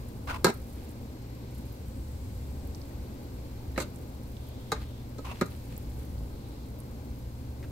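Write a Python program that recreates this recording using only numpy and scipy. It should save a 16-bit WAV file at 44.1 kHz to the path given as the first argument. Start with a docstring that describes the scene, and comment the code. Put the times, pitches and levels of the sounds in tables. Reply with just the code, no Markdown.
"""Tongs and noodles in a kitchen

Plastic tongs serve cooked noodles into a ceramic bowl, close to a stereo microphone.
Four times the tongs clack on the loaded crockery, one arm just after the other, exciting damped modes;
slips of the tips then skid on. Before three of the clacks, short scrapes squeak in sliding bands of noise.
The wet noodles smack and crackle faintly in bursts of noise, among light taps and handling rustles.
To the left an appliance hums on fixed lines and rumbles in shaped noise, under moving air and thin hiss."""
import sys
import numpy as np
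from scipy import signal
from scipy.fft import rfft, irfft, next_fast_len
from scipy.io import wavfile
from scipy.ndimage import map_coordinates

SR = 44100
rng = np.random.default_rng(int(sys.argv[2]) if len(sys.argv) > 2 else 0)


def transcribe(signal):
    """Save signal, clipped to [-1, 1], as a 16-bit WAV file at the path in sys.argv[1]."""
    frames = np.atleast_2d(signal).T
    limited = np.clip(frames, -1, 1)
    pcm = np.round(limited * 32767).astype(np.int16)
    wavfile.write(sys.argv[1], SR, pcm)


N = 340011
TOP_HZ = 15780  # band limit of the recorder
# how alike the two sides of the kitchen noise and the rustles are: hz, likeness (1 = same on both sides)
LIKENESS = [(60, 1), (150, 0.94), (380, 1), (950, 0.11), (2380, 0.16), (5980, 0.055), (15000, 0.17)]


def amp(db):
    """Decibels to gain."""
    return 10 ** (np.asarray(db) / 20)


def unit(x):
    """Scale to rms 1."""
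    return x / np.sqrt(np.mean(x ** 2) + 1e-20)


def along(points, hz):
    """Read (Hz, value) points on a log frequency axis."""
    f, v = np.transpose(points)
    return np.interp(np.log(hz + 1), np.log(f), v)


def level_curve(points):
    """Draw straight lines through (s, dB) points, one value per sample."""
    s, db = np.transpose(points)
    return np.interp(np.arange(N) / SR, s, db)


def wobble(rate):
    """A smooth random curve, rate knots a second."""
    knots = rng.standard_normal(int(N * rate / SR) + 4)
    return map_coordinates(knots, [np.arange(N) * rate / SR])


def filtered(x, response):
    """Multiply the spectrum of x by a response of frequency."""
    n = x.shape[-1]
    m = next_fast_len(n + 8192)
    return irfft(rfft(x, m) * response(np.fft.rfftfreq(m, 1 / SR)), m)[..., :n]


def band(x, low_hz, high_hz):
    """Causal band-pass."""
    edges = [low_hz, min(high_hz, SR / 2 - 100)]
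    return signal.sosfilt(signal.butter(3, edges, btype="band", fs=SR, output="sos"), x)


def resonance(f, hz, width_hz):
    """Causal response of one resonance, 1 at its peak."""
    return 1j * f * width_hz / (hz * hz - f * f + 1j * f * width_hz)


def noise(spectrum, alike, n):
    """Coloured stereo noise of rms 1; a shared and an opposed part set the left-right likeness."""
    def response(hz):
        turn = np.arccos(np.clip(along(alike, hz), -1, 1)) / 2
        return amp(along(spectrum, hz)) * [np.cos(turn), np.sin(turn)]

    mid, side = filtered(rng.standard_normal((2, n)), response)
    return unit(np.array([mid + side, mid - side]))


def pan(db):
    """Channel gains for a left-right level difference."""
    return amp([[db / 2], [-db / 2]])


def add(track, s, sound):
    """Mix a sound into the track at time s."""
    part = track[:, round(s * SR):][:, :sound.shape[1]]
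    part += sound[:, :part.shape[1]]


def kitchen(drift_db=0.68, drifts_per_s=3):
    """An appliance hums and rumbles, with moving air and a thin hiss; each layer drifts a little."""
    # spectra before scaling to rms 1: hz, relative_db
    rumble_colour = [(20, -9.5), (35, -11), (48, -7.5), (60, 6), (80, 0.5), (95, -3), (118, -12),
                     (135, -5.5), (170, -18.5), (260, -47)]
    air_colour = [(100, -11), (160, -4.5), (200, -0.5), (260, 1.5), (330, -4.5), (450, -8.5), (520, -6.5),
                  (680, -15.5), (820, -13.5), (1250, -23), (1600, -29), (2500, -55)]
    hiss_colour = [(900, -58), (1500, 14), (1750, 9.5), (2100, 13), (3000, 8.5), (3600, 9), (4200, 12),
                   (6300, 5), (8200, 5.5), (10000, -13), (12700, 8.5), (15800, -3.5)]
    # slow course of the level before its drift: time_s, level_db
    rumble_level = [(0, -41), (.35, -39), (.8, -43.5), (1.35, -45.5), (2.2, -38), (3.2, -40), (5.2, -41.5),
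                    (5.95, -38), (6.8, -42), (7.3, -40)]
    hiss_level = [(0, -59.5), (5.9, -60), (7.3, -61)]
    # motor lines: pitch_hz, level_db before drift
    motor_lines = [(59.2, -67), (118.4, -47.5), (236.9, -65.5)]
    air_db = -46
    layers = [(level_curve(rumble_level), rumble_colour),
              (air_db, air_colour),
              (level_curve(hiss_level), hiss_colour)]
    out = np.zeros((2, N))
    for db, colour in layers:
        out += amp(db + drift_db * wobble(drifts_per_s)) * noise(colour, LIKENESS, N)
    t = np.arange(N) / SR
    for hz, db in motor_lines:
        line = np.sin(2 * np.pi * hz * t + 0.5 * wobble(5))
        out += amp(db + 2.1 * wobble(1.98)) * np.sqrt(2) * line
    return out


def from_left(x, lag_s=0.000331):
    """A source to the left reaches the right side later, and weaker in the middle range."""
    # hz, left_right_db
    side_balance = [(100, 0.5), (300, 0.4), (1500, 3), (4400, 2.5), (15000, -5)]
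    sides = np.array([[1], [-1]])

    def response(hz):
        gain = amp(sides * along(side_balance, hz) / 2)
        return gain * np.exp(1j * np.pi * hz * lag_s * sides)

    return filtered(x, response)


def high_notes(width_hz=750):
    """Faint narrow bands of noise swell and fade in the hiss."""
    # start_s, length_s, level_db, centre_hz
    note_times = [(1.698, 1.2, -68.5, 7800), (4.298, 0.83, -63, 3480), (6.273, 0.45, -65, 4000)]
    out = np.zeros((2, N))
    for s, length, db, hz in note_times:
        n = int(length * SR)
        note = unit(filtered(rng.standard_normal((2, n)), lambda f: resonance(f, hz, width_hz)))
        add(out, s, amp(db) * signal.windows.tukey(n, .4) * note)
    return out


def walls(x):
    """The room's faint answer: a decaying noise tail that lasts longest in the middle range."""
    # hz, t60_s
    room_decay = [(200, 0.12), (1500, 0.24), (5000, 0.21), (14000, 0.13)]
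    hz, t, z = signal.stft(rng.standard_normal((2, SR // 2)), SR, nperseg=256)
    decay = amp(-60 * t / along(room_decay, hz)[:, None])
    tail = signal.istft(z * decay, SR, nperseg=256)[1]
    return signal.fftconvolve(x, tail / np.linalg.norm(tail[0]), axes=1)[:, :N]


def slips(n, length_s, rate, uneven=0.45, scatter_db=4):
    """Stick and slip: n samples with pushes of uneven size at uneven intervals, until length_s."""
    count = 300
    gaps = np.exp(uneven * rng.standard_normal(count)) / rate
    times = np.cumsum(gaps) - gaps[0]
    sizes = amp(scatter_db * rng.standard_normal(count)) * rng.choice([-1, 1], count)
    sizes = sizes * (times < length_s)
    return np.bincount((times * SR).astype(int), sizes, n)[:n]


def grains(n, rate, life_s, smear):
    """Envelope near rms 1: each slip is a burst that dies away, over a smooth share."""
    bursts = signal.lfilter([1], [1, -np.exp(-1 / (life_s * SR))], slips(n, n / SR, rate) ** 2)
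    return np.sqrt(bursts / bursts.mean() + abs(smear)) / np.sqrt(1 + abs(smear))


def rustles(grains_per_s=130, grain_s=0.0036, smear=0.4):
    """Faint handling: loose, soft grains of noise in the middle range."""
    # start_s, length_s, level_db before the stroke's fade in and out
    rustle_times = [(0.729, 0.2, -61), (2.865, 0.069, -77), (4.79, 0.06, -51.5), (5.332, 0.098, -53),
                    (5.494, 0.076, -57), (5.685, 0.09, -57), (5.985, 0.075, -59.5), (6.329, 0.32, -65)]
    # hz, relative_db
    colour = [(500, 5), (1200, 0), (2400, -0.5), (4200, -2.5), (6000, -12), (15000, -15)]
    out = np.zeros((2, N))
    for s, length, db in rustle_times:
        n = int(length * SR)
        stroke = signal.windows.tukey(n, .5) * grains(n, grains_per_s, grain_s, smear)
        add(out, s, amp(db) * stroke * noise(colour, LIKENESS, n))
    return out


def taps(t60=0.068, sharpness=4):
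    """Tiny dull taps, each a short decaying burst of noise in one resonance."""
    # start_s, onset_level_db, resonance_hz
    tap_times = [(2.908, -58, 1450), (7.628, -49.5, 1930), (7.641, -50.5, 1590), (7.642, -63.5, 2700)]
    out = np.zeros((2, N))
    t = np.arange(SR // 20) / SR
    for s, db, hz in tap_times:
        burst = rng.standard_normal(len(t))
        tap = unit(filtered(burst, lambda f: resonance(f, hz, hz / sharpness)))
        add(out, s, amp(db - 60 * t / t60) * tap[None])
    return out


def settling():
    """Strength of the crackle: it swells at each shift of the heap and slowly dies down."""
    # the heap shifts: time_s, crackle_peak_db (relative)
    shift_times = [(0, -58), (0.5, -55.5), (1.56, -58.5), (2.68, -60), (3.95, -57.5), (5.5, -57.5),
                   (5.96, -61)]
    swell_db_per_s, settle_db_per_s, rest_db = 112, 14, -66
    t = np.arange(N) / SR
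    spells = []
    for s, db in shift_times:
        drop_db = np.maximum(swell_db_per_s * (s - t), settle_db_per_s * (t - s))
        spells.append(db - drop_db)
    return amp(np.maximum(np.max(spells, axis=0), rest_db))


def noodles(smack_db=-10, smack_t60=0.018, crackle_db=-4, pops_per_s=600):
    """Films of sauce snap as sticky strands part: a few clear smacks over a fine crackle."""
    # start_s, relative_db (smack_db is added), resonance_hz
    smack_times = [(0.8919, -40, 8800), (1.726, -36, 14200), (2.6733, -37, 13500), (2.7475, -30.5, 5200),
                   (2.7555, -40, 8600), (2.816, -37, 4700), (3.9593, -36.5, 8400), (4.368, -36, 3230),
                   (4.488, -38, 13000), (5.7654, -35, 7670), (5.778, -27, 13100), (6.1802, -42, 4080),
                   (6.7885, -35, 13600), (6.802, -32.5, 10000), (7.187, -42, 13000)]
    out = np.zeros((2, N))
    t = np.arange(SR // 20) / SR
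    for s, db, hz in smack_times:
        burst = rng.standard_normal((2, len(t)))
        pop = unit(filtered(burst, lambda f: resonance(f, hz, hz / 3) ** 2))
        add(out, s, amp(db + smack_db - 60 * t / smack_t60) * pop)
    pops = (rng.random(N) < pops_per_s / SR) * rng.exponential(size=N)
    # every pop is a new burst of a few milliseconds
    bursts = np.sqrt(np.abs(signal.fftconvolve(pops ** 2, np.exp(-t / 0.0032))[:N]))
    crackle = unit(band(bursts * rng.standard_normal((2, N)), 7200, TOP_HZ))
    return pan(-6.5) * (out + amp(crackle_db) * settling() * crackle)


def squeak(n, hz, width_hz, glide):
    """A narrow stereo band of noise whose pitch slides by the share glide over n samples."""
    flutter = filtered(rng.standard_normal((2, 2, n)), lambda f: 1 / (1 + (f / width_hz) ** 2))
    phase = 2 * np.pi * np.cumsum(hz * (1 + glide * np.linspace(-.5, .5, n))) / SR
    mid, side = flutter[0] * np.cos(phase) + flutter[1] * np.sin(phase)
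    return unit(np.array([mid + 0.47 * side, mid - 0.93 * side]))


def scrapes(squeak_db=0.5, width_hz=115, second_glide=0.023, grains_per_s=220, grain_s=0.0043, smear=0.46):
    """Wet rubbing: the tips catch and slip, and grains excite a sliding squeak and a second resonance."""
    # start_s, length_s, grit_db, squeak_hz, glide_share, second_hz, second_db (re the grit)
    scrape_times = [(0.269, 0.029, -42, 1083, 0.06, 1450, -8),
                    (0.286, 0.043, -37.5, 1434, -0.026, 1060, -8),
                    (0.316, 0.065, -42.5, 1020, -0.08, 2720, -16),
                    (3.755, 0.035, -51, 1910, 0.042, 4000, -6), (5.243, 0.029, -46, 1048, 0.07, 2600, -19),
                    (5.258, 0.035, -46, 966, 0.05, 2650, -9), (5.279, 0.061, -46, 1017, -0.069, 2620, -5)]
    # hz, relative_db
    colour = [(300, -17), (550, -5), (750, -1.5), (1000, -2), (1350, -4), (1700, -11), (2400, -5.5),
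              (3400, -12), (5000, -17.5), (8000, -23.5), (15000, -28)]
    out = np.zeros((2, N))
    for s, length, db, hz, glide, second_hz, second_db in scrape_times:
        n = int(length * SR)
        grit = noise(colour, [(800, 0.13), (4000, 0.091)], n)
        tones = amp(squeak_db) * squeak(n, hz, width_hz, glide)
        tones += amp(second_db) * squeak(n, second_hz, width_hz, second_glide)
        stroke = signal.windows.tukey(n, .5) * grains(n, grains_per_s, grain_s, smear)
        add(out, s, amp(db) * stroke * (grit + tones))
    return pan(0.75) * out


def register_levels(db, thud_db, tilt_db):
    """Levels of the four registers: weight adds thud, a softer contact loses more with each step up."""
    return db + thud_db, db, db + tilt_db, db + 2 * tilt_db


def retuned(share):
    """All modes shift together by one share, lower where the tongs press on more food."""
    # tongs and crockery ringing together, damped by food: base_hz, relative_db, base_t60_s
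    body_modes = [(162, -2, 0.053), (224, -4, 0.046), (284, -4.5, 0.07), (380, 5.5, 0.055),
                  (452, -0.5, 0.097), (525, -4, 0.045), (614, -4.5, 0.076), (788, -8, 0.084),
                  (881, 0, 0.044), (980, -2, 0.036), (1257, 5.5, 0.054), (1354, 1, 0.038),
                  (1425, -3, 0.044), (1586, -1.5, 0.082), (1670, -3, 0.042), (2198, -1, 0.045),
                  (2700, -14, 0.047), (4010, 1, 0.068), (4240, 0, 0.06), (4650, -3, 0.04),
                  (5210, 0.5, 0.035), (5480, -3, 0.028), (6850, -3, 0.032), (7620, -7, 0.027)]
    return [(hz * share, db, t60) for hz, db, t60 in body_modes]


def favoured(x, spots_hz, boost_db, sharpness=11):
    """The spot struck brings out a few narrow ranges."""
    peaks = sum(signal.lfilter(*signal.iirpeak(hz, sharpness, SR), x) for hz in spots_hz)
    return x + amp(boost_db) * peaks


def ring(pitch, spots_hz, spot_db, dense_db, damping=1, crack_db=3, crack_t60=0.014,
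         scatter_db=2.5, spread=0.55, rise_s=0.0012):
    """One contact in each register: a crack, then modes at new strengths over a dense, short ring."""
    # registers of a contact: low_hz, high_hz, dense_t60_s at damping 1, left_right_db
    register_bands = [(118, 896, 0.025, -1.5), (680, 2760, 0.064, 1), (2250, 7100, 0.088, 0),
                      (6930, 14400, 0.053, -6.5)]
    # dense ring between the modes: hz, relative_db
    dense_colour = [(100, 5.5), (450, 2.5), (600, 8.5), (750, 0), (1000, 6.5), (1600, -6.5), (1900, -1),
                    (2600, -4), (3200, -6.5), (4100, 5.5), (5000, -8), (8000, -6.5), (11000, -14.5),
                    (16000, -11)]
    t = np.arange(SR // 10) / SR
    hz, db, t60 = np.transpose(retuned(pitch))[:, :, None, None]
    size = amp(db + scatter_db * rng.standard_normal(hz.shape))
    # each mode lags the one below it; the higher the mode, the more its phase differs between the sides
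    phase = -np.pi / 2 * np.arange(len(hz))[:, None, None]
    phase = phase + spread * np.sqrt(hz / 1000) * rng.standard_normal((len(hz), 2, 1))
    decay = amp(-60 * t * damping / t60)
    tones = np.sum(size * decay * np.sin(2 * np.pi * hz * t + phase), axis=0)
    tones = tones * (1 - np.exp(-t / rise_s))
    dense = amp(dense_db) * noise(dense_colour, [(500, 1.0), (1200, 0.15), (4000, 0.035)], len(t))
    crack = amp(crack_db - 60 * t / crack_t60)
    parts = []
    for low_hz, high_hz, life, side_db in register_bands:
        dense_ring = dense * (crack + amp(-60 * t * damping / life))
        parts.append(pan(side_db) * band(tones + dense_ring, low_hz, high_hz))
    return favoured(np.array(parts), spots_hz, spot_db)


def skids(slips_per_s=520, fade_db=5, release_db_per_s=500, dense_db=11, spot_db=4):
    """After a blow a run of small slips rattles the same modes, which the pressed tips damp."""
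    # start_s, length_s, level_db, thud_db, tilt_db per register, pitch_share, two favoured spots_hz
    skid_times = [(0.456, 0.049, -29.5, 3.5, -8, 1, 444, 875),
                  (3.785, 0.027, -36.5, -5, -5, 0.79, 2180, 2300),
                  (3.808, 0.025, -42.5, 1, -3, 0.95, 1290, 2200),
                  (4.748, 0.033, -46, -3, -12, 0.97, 760, 1530),
                  (5.419, 0.0096, -34, 5.5, -13, 1, 446, 4050)]
    out = np.zeros((2, N))
    for s, length, db, thud_db, tilt_db, pitch, *spots_hz in skid_times:
        n = int(length * SR)
        t = np.arange(n + SR // 20) / SR
        press = amp(-fade_db * t / length - release_db_per_s * np.maximum(t - length, 0))
        tips = 0
        # each of the two tips slips in its own time
        for _ in range(2):
            contact = ring(pitch, spots_hz, spot_db, dense_db, damping=1.1)
            pushes = slips(len(t), length, slips_per_s / 2)
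            tips = tips + signal.fftconvolve(contact, pushes[None, None], axes=2)
        registers = press * tips[..., :len(t)]
        for level, chatter in zip(register_levels(db, thud_db, tilt_db), registers):
            add(out, s, amp(level) * chatter / chatter[:, :n].std())
    return out


def knocks(dense_db=5, crack_db=1):
    """Both arms of the tongs strike in turn and set the registers ringing."""
    # start_s, level_db, thud_db, tilt_db per register, pitch_share, three favoured spots_hz,
    # spot_boost_db, second_arm_delay_s, second_arm_db (re the first), left_right_db
    blows = [(0.4444, -17.5, 0.5, -4, 1.02, 1320, 1630, 5300, -8, 0.0056, -6.5, 0),
             (0.467, -25, -11, -8.5, 1.01, 600, 970, 1340, 5, 0.0115, -2.5, 0),
             (3.7772, -26.5, -0.5, -9.5, 0.99, 360, 557, 2680, 2.5, 0.006, -8, -1),
             (3.8011, -38.5, -6, -1, 0.95, 1470, 4450, 6450, 4, 0.003, -1, 0.5),
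             (3.8202, -42.5, -5.5, -1.5, 0.89, 590, 1380, 2700, 18, 0.0033, 2, 0),
             (4.7181, -24, -6.5, -6.5, 0.97, 476, 810, 1070, 0.5, 0.0065, -5, 0.22),
             (5.183, -45.5, 4, -6, 1.01, 276, 1280, 7060, 4, 0.007, -2, 0),
             (5.4114, -25.5, -0.2, -9, 0.98, 182, 261, 1380, 1.5, 0.0055, -3.5, 0.2),
             (5.458, -56, -2, -1, 0.97, 380, 1300, 4100, -4, 0.005, 7, 0)]
    second_thud_db, second_tilt_db = 5.5, -3  # the other arm lands with more weight, and duller
    out = np.zeros((2, N))
    for s, db, thud_db, tilt_db, pitch, *spots_hz, spot_db, arm_s, arm_db, side_db in blows:
        first = register_levels(db, thud_db, tilt_db)
        second = register_levels(db + arm_db, thud_db + second_thud_db, tilt_db + second_tilt_db)
        for late_s, levels in [(0, first), (arm_s, second)]:
            contact = ring(pitch, spots_hz, spot_db, dense_db, crack_db=crack_db)
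            for level, part in zip(levels, contact):
                # a level is the ring's energy spread over a hundredth of a second
                strength = np.sqrt(np.sum(part ** 2) / (2 * SR / 100))
                add(out, s + late_s, pan(side_db) * amp(level) * part / strength)
    return out


def scene():
    """Tongs and noodles close by, the kitchen behind."""
    background = from_left(kitchen()) + high_notes()
    small_sounds = taps() + rustles() + noodles()
    tongs = scrapes() + skids() + knocks()
    return background + small_sounds + tongs + amp(-12.0) * walls(tongs)


def record(dry):
    """The recorder keeps nothing above its band limit."""
    return filtered(dry, lambda hz: hz < TOP_HZ)


dry = scene()
out = record(dry)
transcribe(out)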